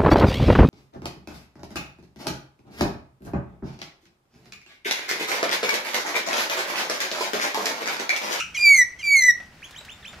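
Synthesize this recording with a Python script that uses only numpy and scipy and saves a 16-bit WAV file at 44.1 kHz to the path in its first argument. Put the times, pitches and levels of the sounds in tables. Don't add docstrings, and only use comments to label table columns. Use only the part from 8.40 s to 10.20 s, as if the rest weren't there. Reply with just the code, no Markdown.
import sys
import numpy as np
from scipy import signal
from scipy.fft import rfft, irfft, next_fast_len
from scipy.io import wavfile
from scipy.ndimage import map_coordinates

SR = 44100
rng = np.random.default_rng(int(sys.argv[2]) if len(sys.argv) > 2 else 0)


def inscribe(sig):
    pcm = np.round(np.clip(np.atleast_2d(sig).T, -1, 1) * 32767)
    wavfile.write(sys.argv[1], SR, pcm.astype(np.int16))


N = 79380
LEAD_IN = SR // 5
T = np.arange(-LEAD_IN, N) / SR
TOP_HZ = 15750
ATTACK_S, RELEASE_S = 0.0014, 0.01
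FLUTTER_HZ, OWN_FLUTTER_DB = 219.9, 4


def amp(db):
    return 10 ** (np.asarray(db) / 20)


def unit(x):
    return x / np.sqrt(np.mean(x ** 2) + 1e-20)


def along(points, hz):
    f, v = np.transpose(points)
    return np.interp(np.log(hz + 1), np.log(f + 1), v)


def curves(rows):
    s, *columns = np.transpose(rows)
    return [np.interp(T, s, column) for column in columns]


def wobble(rate):
    knots = rng.standard_normal(len(T) // 8)
    return map_coordinates(knots, [(T - T[0]) * rate], mode="wrap")


def filtered(x, response):
    m = next_fast_len(len(T) + SR // 4)
    hz = np.fft.rfftfreq(m, 1 / SR)
    return irfft(rfft(x, m) * response(hz), m)[..., :len(T)]


def noise(colour):
    return unit(filtered(rng.standard_normal(len(T)), lambda hz: amp(along(colour, hz))))


def gate(start, end, release_s=RELEASE_S, attack_s=ATTACK_S):
    before = np.maximum(start - T, 0) / attack_s
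    after = np.maximum(T - end, 0) / release_s
    return np.exp(-before ** 2 - after ** 2)


def partial(pitch, k):
    phase = 2 * np.pi * k * np.cumsum(pitch) / SR
    return np.sqrt(2) * np.sin(phase) * (k * pitch < SR / 2)


def overtones(pitch, throat, flutter_db, orders):
    gains = np.array([amp(along(throat, k * pitch)) for k in orders])
    gains /= np.linalg.norm(gains, axis=0)
    return sum(g * amp(flutter_db * wobble(FLUTTER_HZ)) * partial(pitch, k) for g, k in zip(gains, orders))


# t/s, f/Hz, fundamental level/dB, second harmonic level/dB, higher overtones level/dB
CALL_CURVES = [
    [(0.172, 2425, -29, -47, -47), (0.18, 2432, -24, -36.5, -42), (0.196, 2362, -26.5, -31.5, -50),
     (0.204, 2404, -25.5, -35.5, -40), (0.238, 2400, -15, -24, -41.5), (0.258, 2325, -13.5, -20, -31.5),
     (0.284, 2304, -10.5, -23, -33.5), (0.322, 2247, -10, -33, -28.5), (0.36, 2140, -14, -27.5, -27),
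     (0.376, 2107, -24, -44, -22), (0.39, 2024, -11, -40, -19), (0.42, 1950, -12, -35.5, -27.5),
     (0.43, 1919, -17.5, -53, -32)],
    [(0.628, 2342, -44, -45, -55), (0.632, 2381, -31.5, -47, -56), (0.672, 2322, -22, -28.5, -41.5),
     (0.736, 2243, -14, -32.5, -32.5), (0.752, 2226, -12, -40.5, -35.5), (0.762, 2163, -14, -29.5, -25.5),
     (0.8, 2110, -19.5, -27, -29.5), (0.828, 1981, -18.5, -41, -26), (0.846, 2018, -14.5, -34.5, -28),
     (0.88, 1977, -16.5, -44, -26), (0.888, 1961, -7.5, -38, -30), (0.9, 1924, -10, -36.5, -25),
     (0.912, 1855, -20.5, -40, -31)],
]
# t/s, breathy rasp level/dB, roughness/(0-1)
VOICE = [(.17, -50, 0.15), (.21, -43.5, 0.37), (.245, -47, 0.09), (.31, -42.5, 0.13), (.335, -52, 0.06),
         (.37, -44.5, 0.38), (.43, -60, 0.2), (.63, -59.5, 0.42), (.655, -42.5, 0.28), (.69, -59.5, 0.2),
         (.75, -50, 0.2), (.765, -47.5, 0.39), (.80, -52, 0.32), (.82, -48.5, 0.64), (.85, -50, 0.48),
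         (.885, -52, 0), (.915, -71, 0.26)]
# f/Hz, relative level/dB
THROAT = [(5300, 4), (5700, 6.5), (6100, 6), (6500, 1), (7000, -3.5), (7600, -9.5), (8500, -8.5),
          (9500, -16.5), (11000, -14), (12000, -15.5), (13500, -20.5), (15500, -29)]
# f/Hz, relative level/dB
RASP = [(300, -34), (1300, 2.5), (2500, 1.5), (3500, -7), (4600, -3), (5100, -11), (5900, 10.5),
        (7000, -6.5), (8500, -3), (11000, -11.5), (15500, -23)]
JITTER, SHIMMER_DB = 0.0201, 4
RASP_FLUTTER_DB, RASP_FLUTTER_HZ = 2, 120.85
CALL_CUT_S = 0.0045


def falling_calls():
    rasp_db, rough = curves(VOICE)
    out = 0
    for rows in CALL_CURVES:
        pitch, tone_db, second_db, over_db = curves(rows)
        pitch = pitch * (1 + JITTER * rough * wobble(2 * FLUTTER_HZ))
        flutter_db = OWN_FLUTTER_DB * abs(rough) ** 0.29
        tone = partial(pitch, 1)
        second = amp(second_db + flutter_db * wobble(FLUTTER_HZ)) * partial(pitch, 2.001)
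        higher = amp(over_db) * overtones(pitch, THROAT, flutter_db, range(3, 9))
        voice = amp(tone_db) * tone + second + higher
        shimmer = amp(SHIMMER_DB * rough * wobble(FLUTTER_HZ))
        rasp = amp(rasp_db + RASP_FLUTTER_DB * wobble(RASP_FLUTTER_HZ)) * noise(RASP) * (1 + 0.66 * tone)
        out = out + gate(rows[0][0], rows[-1][0], CALL_CUT_S) * (voice * shimmer + rasp)
    return out


# start t/s, end t/s, first f/Hz, last f/Hz, level/dB, roughness/(0-1)
CREAKS = [(.152, 0.169, 1100, 959, -30.5, 0.63), (0.596, 0.621, 1068, 935, -39.5, .4)]
# f/Hz, relative level/dB
CREAK_THROAT = [(900, -41), (1100, -29), (1400, -14), (1750, -12), (2200, 4), (2700, 18.5), (3200, -4),
                (4000, -8), (5000, -17.5), (5900, 2.5), (7200, -18), (10000, -29), (15000, -40)]
CREAK_JITTER, CREAK_FLUTTER_HZ = 0.0694, 707.7
CREAK_RASP_DB = -14


def creaks():
    out = 0
    for start, end, first_hz, last_hz, db, rough in CREAKS:
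        progress = np.clip((T - start) / (end - start), 0, 1)
        pitch = first_hz + (last_hz - first_hz) * progress ** 2
        pitch = pitch * (1 + CREAK_JITTER * rough * wobble(CREAK_FLUTTER_HZ))
        voice = overtones(pitch, CREAK_THROAT, OWN_FLUTTER_DB * rough, range(1, 14))
        rasp = amp(CREAK_RASP_DB) * noise(RASP)
        out = out + amp(db) * gate(start, end, attack_s=.007) * (voice + rasp)
    return out


# t/s, level/dB
SQUAWK = [(-.15, -1), (-.04, -12.5), (.008, -26), (.016, -39), (.03, -50), (.06, -92)]
# f/Hz, relative level/dB
SQUAWK_THROAT = [(1000, -21), (1400, -8), (1900, -12.5), (2400, 2), (2750, 4), (3200, -11), (4000, -17),
                 (4900, -16), (5700, -8), (7200, -18), (10000, -30.5), (15000, -34)]
SQUAWK_HZ, SQUAWK_JITTER = 1340, .085
SQUAWK_RASP_DB = -17.5


def squawk():
    level_db, = curves(SQUAWK)
    pitch = SQUAWK_HZ * (1 + SQUAWK_JITTER * wobble(CREAK_FLUTTER_HZ))
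    voice = overtones(pitch, SQUAWK_THROAT, 2.7, range(1, 11))
    return amp(level_db) * (voice + amp(SQUAWK_RASP_DB) * noise(RASP))


# start of the rise t/s, length/s, pitch approached f/Hz, time constant of the rise/s,
# level before the beak's colour/dB, overtones relative level/dB, leading note relative level/dB,
# catch after the start t/s
CHIRPS = [(1.221, 0.04, 3720, 0.019, -39.5, -7, -19, .016), (1.344, 0.051, 4360, .026, -43, -4, -11, 0.013),
          (1.481, 0.055, 3820, 0.019, -40.5, -10.5, -14, 0.029),
          (1.645, 0.049, 3720, .015, -38.5, -11.5, -9.5, 0.024)]
# f/Hz, relative level/dB
CHIRP_BEAK = [(1600, -3.5), (2050, -7.5), (2400, 1), (2750, -2), (3100, 3), (3400, -5.5), (3600, -3),
              (4000, 2.5), (4700, -12), (5800, 9.5), (6600, -4), (7700, -0.5), (9000, -7), (15000, -12.5)]
CHIRP_LOW_HZ, CHIRP_SLOPE_DB = 1560, -4
CHIRP_FLUTTER_DB, CHIRP_JITTER = 5, 0.0091
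LEAD_S, LEAD_FALL_HZ_PER_S, LEAD_OVERTONES_DB = 0.018, 19000, -1.5
CATCH_DB, CATCH_S = 9, 0.0049


def chirps():
    out = 0
    for start, length, top_hz, rise_s, db, over_db, lead_db, catch in CHIRPS:
        rise = 1 - np.exp(-np.maximum(T - start, 0) / rise_s)
        pitch = CHIRP_LOW_HZ + (top_hz - CHIRP_LOW_HZ) * rise
        pitch = pitch + LEAD_FALL_HZ_PER_S * np.clip(start - T, 0, LEAD_S)
        shaky = pitch * (1 + CHIRP_JITTER * wobble(2 * FLUTTER_HZ))
        harmonics = []
        for k in range(1, 6):
            flutter_db = CHIRP_FLUTTER_DB * np.sqrt(k / 2) * wobble(FLUTTER_HZ)
            harmonics.append(amp(along(CHIRP_BEAK, k * pitch) + flutter_db) * partial(shaky, k))
        tone, *above = harmonics
        upper = sum(amp(CHIRP_SLOPE_DB * k) * p for k, p in enumerate(above))
        sweep = gate(start + ATTACK_S, start + length - RELEASE_S) * (tone + amp(over_db) * rise ** 2 * upper)
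        lead_gate = gate(start - LEAD_S + ATTACK_S, start - ATTACK_S)
        lead = amp(lead_db) * lead_gate * (tone + amp(LEAD_OVERTONES_DB) * above[0])
        catch_db = CATCH_DB * np.exp(-((T - start - catch) / CATCH_S) ** 2)
        out = out + amp(db - catch_db) * (sweep + lead)
    return out


# f/Hz, level/dB
BEAK_PAN = [(1900, -.5), (2050, -1), (2150, -4.5), (2400, -2.5), (3500, -2), (4600, 4), (6200, 1.4),
            (9000, 1), (14000, -1)]
# f/Hz, phase/rad
BEAK_PHASE = [(2700, 0), (3300, -0.56), (4300, 1), (6100, -1.26), (7800, 0.92), (11000, 0.58), (15000, .3)]


def at_both_ears(x):
    sides = np.array([[.5], [-.5]])
    return filtered(x, lambda hz: amp(sides * along(BEAK_PAN, hz)) * np.exp(1j * sides * along(BEAK_PHASE, hz)))


def drips(rows, colour, t60):
    return noise(colour) * sum(amp(db - 60 * np.maximum(T - s, 0) / t60) * (T >= s) for s, db in rows)


# t/s, level/dB
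TICKS = [(1.309, -43.5), (1.449, -43.5)]
# f/Hz, relative level/dB
TICK_COLOUR = [(500, -5), (3000, 3.5), (7000, -2), (15000, -15)]
# t/s, level/dB
TAPS = [(.887, -41), (1.001, -42.5), (1.026, -50), (1.409, -43.5), (1.729, -41), (1.741, -47)]
# f/Hz, relative level/dB
TAP_COLOUR = [(150, 2.5), (400, -11.5), (600, 5), (1000, -5.5), (1500, 2.5), (3000, -4), (6000, -13),
              (15000, -37)]


def ticks_and_taps():
    return drips(TICKS, TICK_COLOUR, t60=0.065) + drips(TAPS, TAP_COLOUR, t60=0.089)


# left delay t/s, right delay t/s, level/dB
WALLS = [(0.016, .0172, -15.5), (.031, .0295, -23)]


def walls(x):
    def response(hz):
        return sum(amp(db) * np.exp(-2j * np.pi * np.outer([left, right], hz)) for left, right, db in WALLS)
    return filtered(x, response)


# f/Hz, t60/s
VERANDA = [(300, 0.54), (2000, 0.36), (6000, 0.31), (12000, 0.3)]
VERANDA_DB, VERANDA_DELAY_S, VERANDA_WIDTH = -17, .018, 0.64


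def veranda(x):
    hz, t, z = signal.stft(rng.standard_normal((2, SR // 2)), SR, nperseg=256)
    decay = amp(-60 * t / along(VERANDA, hz)[:, None])
    mid, side = signal.istft(z * decay, SR, nperseg=256)[1]
    tail = np.array([mid + VERANDA_WIDTH * side, mid - VERANDA_WIDTH * side]) / np.linalg.norm(mid)
    delayed = np.pad(x, (int(VERANDA_DELAY_S * SR), 0))
    return amp(VERANDA_DB) * signal.fftconvolve(delayed[None], tail, axes=1)[:, :len(T)]


FAR_DRIPS_PER_S, FAR_DRIP_DB, FAR_DRIP_SPREAD_DB = 22, -56.5, 2


def far_drips():
    draws = rng.random((int(FAR_DRIPS_PER_S * N / SR), 2))
    rows = [(u * N / SR, FAR_DRIP_DB + FAR_DRIP_SPREAD_DB * (2 * v - 1)) for u, v in draws]
    return drips(rows, TICK_COLOUR, t60=0.021)


# f/Hz, relative level per Hz/dB
STREET = [(25, -9.5), (40, -8), (70, 0), (100, -6), (160, -4), (250, -8.5), (400, -12.5), (700, -8.5),
          (1500, -7), (2500, -8), (3500, -15), (5300, -15.5), (7300, -22), (11000, -28.5), (15500, -32)]
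# t/s, low hum level/dB, wet hiss level/dB
STREET_LEVEL = [(0, -54.5, -53.5), (.55, -55, -56), (1.15, -55, -54.5), (1.3, -55, -50),
                (1.45, -54.5, -50.5), (1.6, -55, -51.5), (1.8, -48, -49)]
# f/Hz, correlation/(0-1)
ALIKE = [(30, 0.98), (100, 0.99), (250, 0.96), (600, 0.97), (3000, 0.35), (12000, 0.23)]
SPLIT_HZ = 375
HISS_WAVER_DB = .8


def street():
    hum_db, hiss_db = curves(STREET_LEVEL)

    def mid_side(hz):
        angle = np.arccos(np.clip(along(ALIKE, hz), -1, 1)) / 2
        return amp(along(STREET, hz)) * np.array([np.cos(angle), np.sin(angle)])
    mid, side = filtered(rng.standard_normal((2, len(T))), mid_side)
    air = np.array([mid + side, mid - side])
    hum = filtered(air, lambda hz: 1 / (1 + (hz / SPLIT_HZ) ** 4))
    hiss = unit(air - hum)
    return amp(hum_db) * unit(hum) + amp(hiss_db + HISS_WAVER_DB * wobble(26.1)) * hiss


CHIRP_ECHO_DB = 7.5


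def scene():
    loud = squawk() + creaks() + falling_calls()
    soft = chirps()
    wet = ticks_and_taps()
    direct = at_both_ears(loud + soft)
    sent = loud + amp(CHIRP_ECHO_DB) * soft + wet
    echoes = walls(sent) + veranda(sent)
    return (direct + wet + echoes + street() + far_drips())[:, LEAD_IN:]


def record(dry):
    return filtered(dry, lambda hz: hz < TOP_HZ)[:, :N]


dry = scene()
out = record(dry)
inscribe(out)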